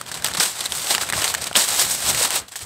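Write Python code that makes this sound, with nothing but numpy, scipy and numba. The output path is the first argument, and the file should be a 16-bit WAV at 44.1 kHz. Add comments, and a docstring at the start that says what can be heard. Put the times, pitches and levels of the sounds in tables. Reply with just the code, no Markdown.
"""A hand tears and smooths thin aluminium foil outdoors, close to the microphone.
Dense crackle is thousands of damped sine pops; lone snaps are noise cracks with short rings.
After each the sheet shimmers briefly, as band noise with decaying energy; a few damped sines thump.
A faint, unsteady outdoor rumble is coloured noise; more noise of opposite sign in the two channels adds width.
"""
import sys
import numpy as np
from scipy import signal
from scipy.fft import rfft, irfft
from scipy.io import wavfile
from scipy.ndimage import uniform_filter1d
from numba import njit

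SR = 44100
rng = np.random.default_rng(int(sys.argv[2]) if len(sys.argv) > 2 else 0)


def bounce(signal):
    """Save signal as a 16-bit WAV file at the path given by the first command-line argument."""
    frames = np.transpose(np.atleast_2d(signal))
    limited = np.clip(frames, -1, 1)
    pcm = np.round(limited * 32767).astype(np.int16)
    wavfile.write(sys.argv[1], SR, pcm)


def amplitude_ratio(level_db):
    """Convert a level in decibels to the matching linear amplitude (field) ratio."""
    exponent = np.asarray(level_db, float) / 20
    return 10 ** exponent


N = 116865

# lone buckles of the foil: t/s, relative level/dB, ring of the patch f/Hz, ring re crack/dB
BUCKLES = [(0.012, -13, 1260, -7), (0.063, -23.5, 3330, -3), (0.115, -13, 1710, -7),
           (0.142, -15.5, 4000, 0), (0.222, -16.5, 1590, -6.5), (0.244, 1.5, 2430, -16),
           (0.257, -14, 4830, 3), (0.263, -6, 2970, -3.5), (0.272, -7.5, 4960, -7), (0.284, -13, 1560, -4),
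           (0.314, -19, 1780, -1), (0.3365, -13.5, 4100, -3), (0.349, -9.5, 1400, -7.5),
           (0.354, -22, 3950, 6), (0.371, -20, 4540, 6), (0.399, -5.5, 5200, 3.5), (0.4024, -6, 5100, 4),
           (0.405, -7.5, 1550, -1.5), (0.423, -21, 5660, -3), (0.432, -4.5, 1530, -12.5),
           (0.458, -6, 4400, -19), (0.592, -15, 4540, -5), (0.6058, -8, 5000, -5), (0.609, -13.5, 3560, 0),
           (0.656, -9, 3830, -3), (0.66, -11.5, 4000, 3.5), (0.721, -6.5, 3200, -4), (0.75, -9, 6000, -25),
           (0.772, -13, 5050, -16), (0.87, -15.5, 2870, -0.5), (0.949, -2, 2840, 0),
           (0.98, -7.5, 1880, -2.5), (1.033, -11, 1510, -3), (1.089, -12, 2320, -5),
           (1.0993, -6, 1960, -8.5), (1.124, -7.5, 2020, -3.5), (1.133, -14.5, 1770, 6.5),
           (1.138, -13, 2960, -1), (1.218, -11, 3530, -12), (1.233, -19.5, 3330, 6.5),
           (1.242, -2.5, 2990, -5), (1.278, -5.5, 3600, -5), (1.34, -4, 1560, -11.5),
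           (1.3481, -2, 1780, -6.5), (1.408, -24, 5500, -6), (1.414, -16.5, 4970, -3),
           (1.441, -7.5, 5870, -12), (1.4694, -9.5, 3800, -6), (1.512, -23, 1420, 2.5),
           (1.5285, -17.5, 3090, -0.5), (1.554, -3.5, 2980, 4.5), (1.561, -6.5, 3500, 7),
           (1.687, -7.5, 4500, -5), (1.912, -9, 6300, 3), (2.147, -3, 1500, -18), (2.1895, -11, 5200, -26),
           (2.305, -3, 5430, -13), (2.482, -22.5, 3020, -16), (2.519, -24, 1770, -8),
           (2.536, -26, 1650, -9), (2.556, -17, 1850, -5), (2.591, -18, 3300, -15),
           (2.6135, -24, 1850, -12)]
CRACK_DELAY_S = 0.0006  # from table time to onset


def colour(x, table):
    """Filter by (f/Hz, gain/dB) points, interpolated over log frequency."""
    hz, db = np.array(table, float).T
    f = np.maximum(np.arange(len(x) // 2 + 1) * SR / len(x), 1)
    gain = amplitude_ratio(np.interp(np.log(f), np.log(hz), db))
    return irfft(rfft(x) * gain, len(x))


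def level(x, db):
    """Set the rms."""
    return x * amplitude_ratio(db) / np.sqrt(np.mean(x ** 2))


@njit
def rings(out, start, hz, cycles, size, phase):
    """Add damped sines; each falls to 1/e of its size in the given number of cycles."""
    y = out.copy()
    for k in range(len(start)):
        p = np.exp((2j * np.pi - 1 / cycles) * hz[k] / SR)
        z = size[k] * np.exp(1j * phase[k])
        stop = min(len(y), start[k] + int(6 * cycles * SR / hz[k]))
        for i in range(start[k], stop):
            y[i] += z.imag
            z *= p
    return y


def cascades(at, power, decay_s):
    """Power that jumps at each start and decays exponentially."""
    kick = np.zeros(N)
    np.add.at(kick, at, power)
    return signal.lfilter([1], [1, -np.exp(-1 / (decay_s * SR))], kick)


def walk(rate_hz):
    """Random levels held 1 / rate_hz and slewed; spread near 1."""
    k = int(SR / rate_hz)
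    held = np.repeat(rng.standard_normal(N // k + 1), k)
    return 1.5 * uniform_filter1d(held, k // 2 + 1)[:N]


def crackle():
    """Tiny creases pop, denser and louder as the hand works harder, in random flurries and after snaps."""
    # hand motion: t/s, relative crackle level/dB, tilt/(dB/octave) (positive = small bright creases)
    motion = [(0.0, -34, 0.54), (0.052, -46.5, 0.5), (0.083, -30.5, 0.21), (0.111, -42.5, 1.5),
              (0.12, -24.5, 0.79), (0.135, -37.5, 1.3), (0.149, -27.5, 1.1), (0.214, -40, 0.76),
              (0.238, -35, 1), (0.248, -28, 0.61), (0.269, -26.5, 0.75), (0.31, -27, 0.55),
              (0.32, -30, 0.65), (0.326, -40, 0.98), (0.351, -25, 0.5), (0.365, -44, 1.8),
              (0.372, -19, 0.17), (0.395, -25, 0.33), (0.402, -14, 0.64), (0.431, -20.5, 4.2),
              (0.551, -33, 2.2), (0.609, -27, 0.35), (0.651, -30, 1.1), (0.661, -27, 1.4),
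              (0.68, -35, 0.43), (0.697, -31.5, 3), (0.792, -28.5, 3.4), (0.857, -28.5, 2.4),
              (0.915, -18.5, 3), (0.954, -21, 0.25), (0.995, -29.5, 0.77), (1.02, -19.5, 0.96),
              (1.054, -29.5, 0.85), (1.097, -30, 0.49), (1.116, -56, 1.1), (1.123, -46, 1.3),
              (1.132, -24.5, 0.79), (1.209, -22, 1.3), (1.238, -23, 0.39), (1.245, -14.5, 1),
              (1.269, -24, 1.5), (1.307, -22.5, 3), (1.331, -30, 0.45), (1.345, -29, 0.35),
              (1.358, -40, 0.23), (1.382, -24.5, 0.4), (1.401, -36, 0.5), (1.421, -21.5, 0.67),
              (1.452, -33, 0.62), (1.475, -23.5, 1), (1.487, -34.5, 0.6), (1.538, -40, 0.35),
              (1.546, -34, 0.37), (1.562, -12, 1.7), (1.613, -18.5, 4.2), (1.671, -24, 2.3),
              (1.695, -20, 2.5), (1.763, -20.5, 2.7), (1.812, -17.5, 4.7), (1.874, -26.5, 3.3),
              (1.912, -22, 6.7), (1.958, -30, 5), (2.019, -27, 3.3), (2.1, -16, 4.5), (2.126, -28, 4.2),
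              (2.186, -20, 1.5), (2.197, -17.5, 3.2), (2.214, -20.5, 2.9), (2.227, -15, 3.9),
              (2.294, -26.5, 0.4), (2.359, -18, 2.9), (2.387, -24, 3.1), (2.42, -40, 0.35),
              (2.476, -54, 0.5), (2.487, -38.5, 4.4), (2.51, -53, 1.8), (2.522, -39, 3.4),
              (2.556, -42, 0.52), (2.559, -30.5, 7.8), (2.584, -39.5, 3.1), (2.606, -38, 2.8),
              (2.619, -31.5, 4.8), (2.649, -38, 1.1)]
    pops_per_s, spread_db, biggest_db = 18000, 2.9, 12  # pops before thinning
    low_hz, high_hz, pivot_hz = 242, 15000, 3020
    grain_cycles, crackle_db = 1.26, -5.5
    dense_db, thinning = -24, 0.19  # below dense_db fewer pops, each larger to hold the power
    flurry_db, flurries_per_s, flurry_s = 0, 130, 0.004
    after_db, after_s = -19, 0.0039  # crackle that a snap sets off, re its tabled level
    t, motion_db, motion_tilt = np.array(motion).T

    u = rng.random((int(pops_per_s * N / SR), 5))
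    at = (u[:, 0] * N).astype(np.int64)
    hz = low_hz * (high_hz / low_hz) ** u[:, 1] ** 0.3897
    size = amplitude_ratio(np.minimum(-spread_db * np.log(1 - u[:, 2]), biggest_db)) * np.sqrt(hz / pivot_hz)
    size = size / np.sqrt(np.sum(size ** 2 * grain_cycles * SR / hz / 4) / N)  # unit rms overall

    start = rng.random((int(flurries_per_s * N / SR), 2))
    flurry_at = (start[:, 0] * N).astype(np.int64)
    flurry_power = -amplitude_ratio(2 * flurry_db) * np.log(1 - start[:, 1])
    flurry = 1 + cascades(flurry_at, flurry_power, flurry_s)

    snap_s, snap_db = np.array(BUCKLES).T[:2]
    snap_at = ((snap_s + CRACK_DELAY_S) * SR).astype(np.int64)
    after = cascades(snap_at, amplitude_ratio(2 * (snap_db + after_db)), after_s)

    hand_power = amplitude_ratio(2 * np.interp(at / SR, t, motion_db))
    db = 10 * np.log10(hand_power * flurry[at] / flurry.mean() + after[at])
    tilt = np.interp(at / SR, t, motion_tilt)
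    share = np.minimum(amplitude_ratio(thinning * (db - dense_db)), 1)
    kept = (u[:, 4] < share) / np.sqrt(share)
    gain = amplitude_ratio(crackle_db + db + tilt * np.log2(hz / pivot_hz)) * kept
    sign = np.sign(u[:, 3] - 0.5)
    return rings(np.zeros(N), at, hz, grain_cycles, size * gain * sign, 0 * hz)


def snaps():
    """Each buckle is a noise crack a few ms long, thinner for small patches, plus a short ring."""
    snap_db, ring_cycles = -2, 2.38
    rise_s, decay_s = 0.0002, 0.0011
    low_share = 0.55  # crack high-pass corner re ring pitch
    t, db, hz, ring_db = np.array(BUCKLES).T
    at = ((t + CRACK_DELAY_S) * SR).astype(np.int64)
    s = np.arange(400) / SR
    envelope = (1 - np.exp(-s / rise_s)) * np.exp(-s / decay_s)
    cracks = rng.standard_normal((len(t), len(s))) * envelope
    for k, f in enumerate(hz):
        sos = signal.butter(2, low_share * f, "highpass", fs=SR, output="sos")
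        cracks[k] = signal.sosfilt(sos, cracks[k])
    # equal energy for all; 2.6 allows for the noise peaks
    cracks = cracks / np.sqrt(np.sum(cracks ** 2, axis=1) / (decay_s * SR))[:, None] / 2.6
    out = np.zeros(N + len(s))
    np.add.at(out, at[:, None] + np.arange(len(s)), cracks * amplitude_ratio(db + snap_db)[:, None])
    return rings(out[:N], at, hz, ring_cycles, amplitude_ratio(db + snap_db + ring_db), 0 * hz)


def shimmer(x):
    """The sheet's dense modes: each octave's energy lingers as noise, with its own decay time."""
    # decay of the sheet: f/Hz, T60/s
    sheet_t60 = [(300, 0.03), (1500, 0.088), (5000, 0.025), (14000, 0.01)]
    shimmer_db = -7.5
    hz, t60_s = np.array(sheet_t60).T
    tail = 0
    for f in 220 * 2.0 ** np.arange(7):
        sos = signal.butter(2, [f / 2 ** 0.5, f * 2 ** 0.5], "bandpass", fs=SR, output="sos")
        keep = amplitude_ratio(-120 / SR / np.interp(np.log(f), np.log(hz), t60_s))  # energy kept per sample
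        energy = signal.lfilter([1 - keep], [1, -keep], signal.sosfilt(sos, x) ** 2)
        noise = level(signal.sosfilt(sos, rng.standard_normal(N)), 0)
        tail = tail + np.sqrt(energy) * noise
    return amplitude_ratio(shimmer_db) * tail


def flaps():
    """The whole sheet flexes with short low thumps, as damped sines."""
    # thumps: t/s, level/dB, f/Hz
    thumps = [(0.273, -44, 131), (0.384, -25, 177), (0.952, -32, 206), (1.504, -37, 102), (1.513, -19, 706),
              (1.571, -24.5, 213), (2.211, -17.5, 517), (2.624, -33.5, 91)]
    t, db, hz = np.array(thumps).T
    return rings(np.zeros(N), (t * SR).astype(np.int64), hz, 2.04, amplitude_ratio(db), 0 * hz)


def outdoor_rumble():
    """Coloured noise whose level wanders at random."""
    # rumble spectrum: f/Hz, relative density/dB
    rumble_tone = [(20, -5), (40, -11.5), (80, 0.7), (150, -0.5), (300, -10.5), (1500, -10.5), (4000, -19),
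                   (8000, -43), (15500, -50)]
    rumble_db, wander_db, wander_hz = -44.5, 3.7, 7.3
    noise = level(colour(rng.standard_normal(N), rumble_tone), 0)
    return noise * amplitude_ratio(rumble_db + wander_db * walk(wander_hz))


def side_noise():
    """Steady coloured noise, opposite in sign in the two channels."""
    # side spectrum: f/Hz, relative density/dB
    side_spectrum = [(20, -30), (60, -23), (200, -1), (500, -0.5), (1200, -14), (4000, -17), (8000, -23.5),
                     (15500, -15)]
    noise = level(colour(rng.standard_normal(N), side_spectrum), -64)
    return noise * np.array([[1], [-1]])


def scene():
    """Foil in the middle, rumble under it, a trace of width."""
    # tone of the foil: f/Hz, gain/dB
    foil_tone = [(40, -45), (120, -7.5), (300, -0.5), (700, 5.5), (1500, 3.5), (2500, 1.5), (4000, 5),
                 (6000, 0.5), (10000, -4.5), (13000, -2.5), (16000, -9.5)]
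    snap_tail_db = -5  # snaps' share in the shimmer
    pops = colour(crackle(), foil_tone)
    cracks = colour(snaps(), foil_tone)
    tail = shimmer(pops + amplitude_ratio(snap_tail_db) * cracks)
    return pops + cracks + tail + flaps() + outdoor_rumble() + side_noise()


def low_pass(x):
    """Removes everything above the highest recorded frequency."""
    return signal.sosfilt(signal.butter(12, 17000, fs=SR, output="sos"), x)


def record(dry):
    """The capsule resonates in the treble and loses deep bass; loud peaks are rounded, the top is cut."""
    mic_hz, mic_width_hz, mic_db = 8180, 1110, 8  # mic_db: gain of the resonant band added to the mix
    bass_cut_hz, top_hz, ceiling = 40, 15650, 0.95
    peak = signal.lfilter(*signal.iirpeak(mic_hz, mic_hz / mic_width_hz, fs=SR), dry)
    body = signal.sosfilt(signal.butter(2, bass_cut_hz, "highpass", fs=SR, output="sos"), dry)
    x = ceiling * np.tanh((body + amplitude_ratio(mic_db) * peak) / ceiling)
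    mix = signal.sosfilt(signal.ellip(12, 0.2, 100, top_hz, fs=SR, output="sos"), x)
    return low_pass(mix)


dry = scene()
out = record(dry)
bounce(out)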